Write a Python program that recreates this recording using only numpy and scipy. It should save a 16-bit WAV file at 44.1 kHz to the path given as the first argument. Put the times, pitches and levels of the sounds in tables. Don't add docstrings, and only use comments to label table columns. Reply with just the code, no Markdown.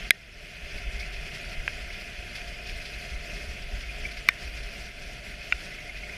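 import sys
import numpy as np
from scipy import signal
from scipy.fft import rfft, irfft, next_fast_len
from scipy.io import wavfile
from scipy.ndimage import uniform_filter1d, map_coordinates

SR = 44100
rng = np.random.default_rng(int(sys.argv[2]) if len(sys.argv) > 2 else 0)


def magnitude_from_level(level_db):
    exponent = np.asarray(level_db, float) / 20
    return 10 ** exponent


def store_wav(level_fs):
    pcm = np.round(np.clip(np.atleast_2d(level_fs), -1, 1) * 32767)
    wavfile.write(sys.argv[1], SR, pcm.T.astype(np.int16))


N = 272083


def unit(x):
    return x / np.sqrt(np.mean(x ** 2) + 1e-20)


def curve(points):
    seconds, level_db = np.transpose(points)
    return np.interp(np.arange(N) / SR, seconds, level_db)


def wobble(rate):
    knots = rng.standard_normal(int(N * 60 / SR) + 4)
    return map_coordinates(knots, [np.arange(N) * rate / SR])


def filtered(x, gain_db):
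    size = next_fast_len(N + 8192)
    hz = np.fft.rfftfreq(size, 1 / SR)
    return irfft(rfft(x, size) * magnitude_from_level(gain_db(hz)), size)[:N]


def coloured(x, spectrum):
    points_hz, level_db = np.transpose(spectrum)
    return filtered(x, lambda hz: np.interp(np.log(hz + 1), np.log(points_hz + 1), level_db))


def patchy(depth_db):
    cells = signal.stft(rng.standard_normal(N + 1024), nperseg=256)[2]
    field = uniform_filter1d(rng.standard_normal(cells.shape), size=4, axis=0)
    field = uniform_filter1d(field, size=8, axis=1)
    noise = signal.istft(cells * magnitude_from_level(depth_db * unit(field)), nperseg=256)[1]
    return unit(noise[:N])


def crystals(per_second, spread_db):
    breaks = rng.random(N) < per_second / SR
    push = rng.standard_normal(N)
    size = np.minimum(rng.exponential(size=N), 3)
    return unit(breaks * push * magnitude_from_level(spread_db * size))


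# (frequency [Hz], level per Hz [dB])
THUMP_TONE = [(8.8, -44), (15, -1.5), (38, 1.5), (53, 3.5), (65, -5.5), (82, -16.5), (100, -29), (130, -24),
              (170, -55), (290, -120)]
# (time of the peak [s], peak level [dB], fall time [s])
GUSTS = [(0, -40, 0.069), (.36, -48, 0.14), (.64, -41, 0.024), (.76, -37, .04), (.87, -34, 0.05),
         (.97, -37, 0.065), (1.08, -39, 0.018), (1.17, -41, .1), (1.48, -44.5, 0.085), (1.59, -33, 0.028),
         (1.8, -45.5, 0.22), (2.2, -41, 0.038), (2.47, -46, 0.11), (2.72, -38.5, .07), (2.96, -45, 0.043),
         (3.14, -37, 0.072), (3.36, -42, 0.089), (3.49, -35, 0.034), (3.64, -39.5, 0.059),
         (3.745, -33.5, 0.051), (3.87, -40.5, 0.051), (4.01, -37.5, 0.082), (4.19, -44, 0.022),
         (4.48, -38.5, 0.069), (4.62, -39.5, 0.074), (4.81, -46, 0.043), (5.05, -47.5, 0.09),
         (5.31, -50, 0.067), (5.55, -41, 0.033), (5.97, -46.5, 0.076)]


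def wind():
    breeze_db, rise_over_fall = -48, 0.58
    eddies = coloured(rng.standard_normal(N), THUMP_TONE)
    power = uniform_filter1d(uniform_filter1d(eddies ** 2, size=2400), size=2400)
    strength = np.sqrt(np.abs(power))
    even = unit(eddies / (strength + 0.15 * np.std(eddies)))
    t = np.arange(0, N, 64) / SR
    force = np.full(len(t), magnitude_from_level(breeze_db))
    for peak, db, fall in GUSTS:
        duration = np.where(t < peak, rise_over_fall * fall, fall)
        force += magnitude_from_level(db) * np.exp(-((t - peak) / duration) ** 2)
    return np.interp(np.arange(N) / SR, t, force) * even


# (time [s], peak level [dB], pitch [Hz], length [s])
SQUEAKS = [(0.78, -27, 2175, 0.007), (1.003, -26.5, 2163, 0.011), (1.024, -29, 2270, 0.015),
           (1.3418, -31, 2060, 0.0091), (1.592, -33, 2090, 0.014), (1.901, -31.5, 2060, 0.009),
           (1.95, -29.5, 2410, 0.012), (1.992, -33.5, 2530, 0.0064), (2.405, -32, 2350, 0.011),
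           (2.585, -32, 2540, 0.016), (2.693, -28, 2465, 0.0078), (2.9791, -33, 2420, 0.014),
           (3.212, -37, 2400, 0.011), (3.297, -29, 2540, 0.011), (3.562, -31, 2490, 0.011),
           (3.833, -29.5, 2295, 0.011), (3.885, -28, 2426, 0.02), (4.047, -20.5, 2350, 0.015),
           (4.167, -28.5, 2230, 0.012), (4.475, -28, 2530, 0.0083), (5.408, -31, 2525, 0.013),
           (5.7104, -33, 2020, 0.032), (5.783, -26, 2240, 0.01), (5.891, -25.5, 2080, 0.011),
           (5.857, -34, 2060, 0.015), (5.949, -31, 2434, 0.014), (5.962, -32, 2040, 0.0089),
           (6.033, -25.5, 2230, 0.0086), (6.088, -29.5, 2126, 0.017), (6.13, -29.5, 2385, 0.014)]


def squeaks():
    out, t = np.zeros(N + SR), np.arange(SR // 10) / SR
    for start, db, hz, length in SQUEAKS:
        age = t / length * 4
        jolts = uniform_filter1d(rng.standard_normal(len(t)), size=40)
        wander = 0.11 * np.cumsum(jolts)
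        tone = np.sin(2 * np.pi * hz * t + wander)
        out[round(start * SR):][:len(t)] += magnitude_from_level(db - 2) * age ** 2 * np.exp(-age) * tone
    return out[:N]


# (time [s], level [dB], contact time [s], crack level [dB], crack dullness [Hz])
SNAPS = [
    (0.1067, 11, 0.00019, -9, 6500),
    (1.678, -10, 0.00052, -18, 3500),
    (4.2874, 1, .0011, -14, 5900),
    (5.5234, -6, 0.0012, -22, 4000),
]
# (frequency [Hz], level [dB], time to fall 60 dB [s])
CRACKED = [(1670, -4, 0.013), (1856, -31, 0.092), (2040, -3, 0.019), (2350, 1.5, 0.009),
           (3400, -4.5, 0.0088), (3860, -11.5, 0.016), (4300, -18, 0.0065), (4730, -20, 0.0069),
           (5100, -14.5, 0.0096), (6230, -25, 0.0038), (9500, -10.5, 0.005), (10240, -7, 0.0037),
           (11600, -9, 0.0028), (14200, -16, 0.004)]
TICKED = [(600, -12, 0.011), (1040, -22, 0.012), (1610, -5.5, 0.014), (2060, -6.5, 0.01), (2540, -6, 0.017),
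          (2900, -18, 0.0097), (3220, -15, .012), (4770, -21, 0.0036), (6200, -30, .003)]
KNOCKED = [(155, -3.5, 0.031), (1160, -5, 0.0085), (1526, -15, 0.021), (1820, -33.5, 0.15),
           (2080, 1.5, 0.011), (2366, -5, 0.017), (2940, -17, .014), (3630, -19, 0.024), (4230, -28, 0.016),
           (4620, -22, .012), (5600, -21, .01), (5370, -23, 0.02), (8280, -29, .007), (14100, -18, .003)]
TAPPED = [(1463, -8, 0.023), (1970, -1, 0.0097), (2365, -0.5, .016), (2740, -4.5, 0.018), (3270, -35, .014),
          (3700, -20, 0.018), (4370, -27, .006), (5050, -22.5, 0.011), (644, -20, 0.024)]


def snaps():
    crack_t60, jolt_db, jolt_s = 0.006, -16, 0.0002
    hard_s = 0.000069
    case_sound, jolts = np.zeros(N + SR), np.zeros(N + SR)
    t = np.arange(SR // 4) / SR
    rung = [CRACKED, TICKED, KNOCKED, TAPPED]
    for (start, db, contact, crack_db, dull_hz), modes in zip(SNAPS, rung):
        ring = np.zeros(len(t))
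        for k, (hz, mode_db, t60) in enumerate(modes):
            swell = 1 - np.exp(-(t * max(hz / 2600, 1) / contact) ** 2)
            ring += (-1) ** k * magnitude_from_level(mode_db - 60 * t / t60) * swell * np.sin(2 * np.pi * hz * t)
        burst = rng.standard_normal(len(t)) * magnitude_from_level(crack_db - 60 * t / crack_t60)
        crack = signal.lfilter(*signal.butter(2, dull_hz, fs=SR), burst)
        push = magnitude_from_level(db + jolt_db) * np.sqrt(hard_s / contact)
        first = round(start * SR)
        case_sound[first:][:len(t)] += magnitude_from_level(db) * (ring + crack)
        jolts[first:][:len(t)] -= push * t / jolt_s * np.exp(-t / jolt_s)
    stiff = signal.butter(N=2, Wn=800, btype="high", fs=SR)
    return signal.lfilter(*stiff, case_sound[:N]) + jolts[:N]


# (frequency [Hz], width [Hz], lift [dB])
CASE_AIR = [
    (149.5, 14, 3.5),
    (411, 17, 3.5),
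    (2146, 51, 2.5),
    (2530, 75, 5),
    (10000, 670, 2.5),
]


def enclosed(x):
    def lift_db(hz):
        return sum(db / (1 + (2 * (hz - centre) / width) ** 2) for centre, width, db in CASE_AIR)
    return filtered(x, lift_db)


# (time [s], peak level [dB], mid-band share [dB])
PAWS = [(0.7736, -42, 3), (0.995, -31.5, -24), (1.1243, -36.5, 3), (1.3405, -37.5, -7), (1.515, -43.5, 13),
        (1.802, -41.5, 6), (1.925, -39.5, 7), (1.9954, -38, -9), (2.351, -33.5, 4.5), (2.4723, -38.5, 2),
        (2.665, -38, 1), (2.688, -37, 1), (2.814, -38.5, 0), (2.8524, -36.5, 5.5), (3.0994, -38, -10),
        (3.617, -40, 4), (3.8038, -39, 5.5), (3.856, -44, 2), (4.0013, -40, 8), (4.11, -35.5, 2),
        (4.1683, -37.5, 2), (4.476, -41, -5), (4.567, -39, 7), (4.6284, -39, 1), (4.8075, -44, -3),
        (4.8534, -43, -12), (5.4266, -39.5, -6), (5.7404, -42, 9), (5.955, -45, 6), (5.97, -46, -6)]
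# (frequency [Hz], level [dB])
DISTANT = [(5000, 0.5), (7000, -7.5), (12000, -4)]


def paws():
    high, mid, t = np.zeros(N + SR), np.zeros(N + SR), np.arange(SR // 8) / SR
    fall = magnitude_from_level(-60 * t / 0.069) + 0.5 * magnitude_from_level(-60 * t / 0.26)
    step = (1 - np.exp(-t / 0.0047)) * fall
    for start, db, mid_db in PAWS:
        first = round(start * SR)
        high[first:][:len(t)] += magnitude_from_level(db - 6.5) * step
        mid[first:][:len(t)] += magnitude_from_level(db - 10.5 + mid_db) * step
    crust = rng.standard_normal(N) + 0.68 * crystals(per_second=3000, spread_db=5)
    crunch = np.zeros(N)
    for strength, tone in [(high, SPRAY_TONE), (mid, HISS_TONE)]:
        crunch += coloured(crust * strength[:N], tone) / np.std(coloured(crust, tone))
    return coloured(crunch, DISTANT)


# (time [s], hiss level [dB])
GLIDE = [(0, -35.5), (.1, -40.5), (0.75, -39.5), (0.84, -39), (1.35, -40), (2.8, -41), (3.1, -40.5),
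         (3.84, -41.5), (4.03, -40), (5.11, -43), (5.28, -42), (6.03, -41.5), (6.17, -41)]
# (frequency [Hz], level per Hz [dB])
DRONE_TONE = [(53, -33), (90, 3), (113, -0.5), (194, -1), (273, -8.5), (324, -8), (408, -4.5), (465, -9),
              (541, -9.5), (592, -0.5), (655, -4.5), (703, 1.5), (732, -4), (793, -17.5), (1000, -17.5),
              (1300, -27), (2200, -120)]
# (frequency [Hz], level per Hz [dB])
HISS_TONE = [(530, -51), (900, -27), (1150, -20.5), (1410, -7), (1660, -6), (1800, -5), (1960, -5.5),
             (2070, 1), (2220, -4), (2420, -1), (3130, -8), (3450, -10), (3800, -23), (4940, -42),
             (8360, -120)]
# (frequency [Hz], level per Hz [dB])
SPRAY_TONE = [(2060, -25), (3500, -3), (3770, -7.5), (3970, -3.5), (4880, -0.5), (5630, -4), (6580, -10.5),
              (7940, -15.5), (10100, -14.5), (11000, -22), (12000, -17.5), (14500, -29), (15000, -29),
              (15600, -39)]


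def sled():
    load_db = curve(GLIDE)
    swing_db = load_db - load_db.mean()
    bumps_db = 1.1 * wobble(14) + 0.45 * wobble(35)
    drone_db = -49.5 + 0.57 * swing_db + bumps_db
    hiss_db = load_db - 4 + 0.61 * bumps_db
    spray_db = -52 + 0.49 * swing_db + 1.4 * bumps_db
    drone = patchy(depth_db=0.53)
    hiss = patchy(depth_db=1.0) + magnitude_from_level(-7.0) * crystals(per_second=900, spread_db=2.5)
    spray = patchy(depth_db=2.5) + magnitude_from_level(-7.5) * crystals(per_second=1500, spread_db=1.5)
    out = unit(coloured(drone, DRONE_TONE)) * magnitude_from_level(drone_db)
    out += unit(coloured(hiss, HISS_TONE)) * magnitude_from_level(hiss_db)
    out += unit(coloured(spray, SPRAY_TONE)) * magnitude_from_level(spray_db)
    return out


def scene():
    snow = sled() + paws()
    mix = wind() + enclosed(snow) + squeaks() + snaps()
    return mix[None]


def band_limit(x):
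    return signal.sosfilt(signal.butter(12, 16500, fs=SR, output="sos"), x)


# (time [s], level [dB])
DUCK = [
    (.094, 1),
    (.0955, -12.5),
    (.15, -6.5),
    (.4, -4.5),
    (.72, 2),
]
# (frequency [Hz], level [dB])
MICROPHONE = [(14600, -1), (15200, -4), (15380, -36), (15900, -16), (16400, -20)]


def record(dry):
    clipped = np.clip(dry * magnitude_from_level(curve(DUCK)), -1, 1)
    return band_limit(coloured(clipped[0], MICROPHONE)[None])


dry = scene()
out = record(dry)
store_wav(out)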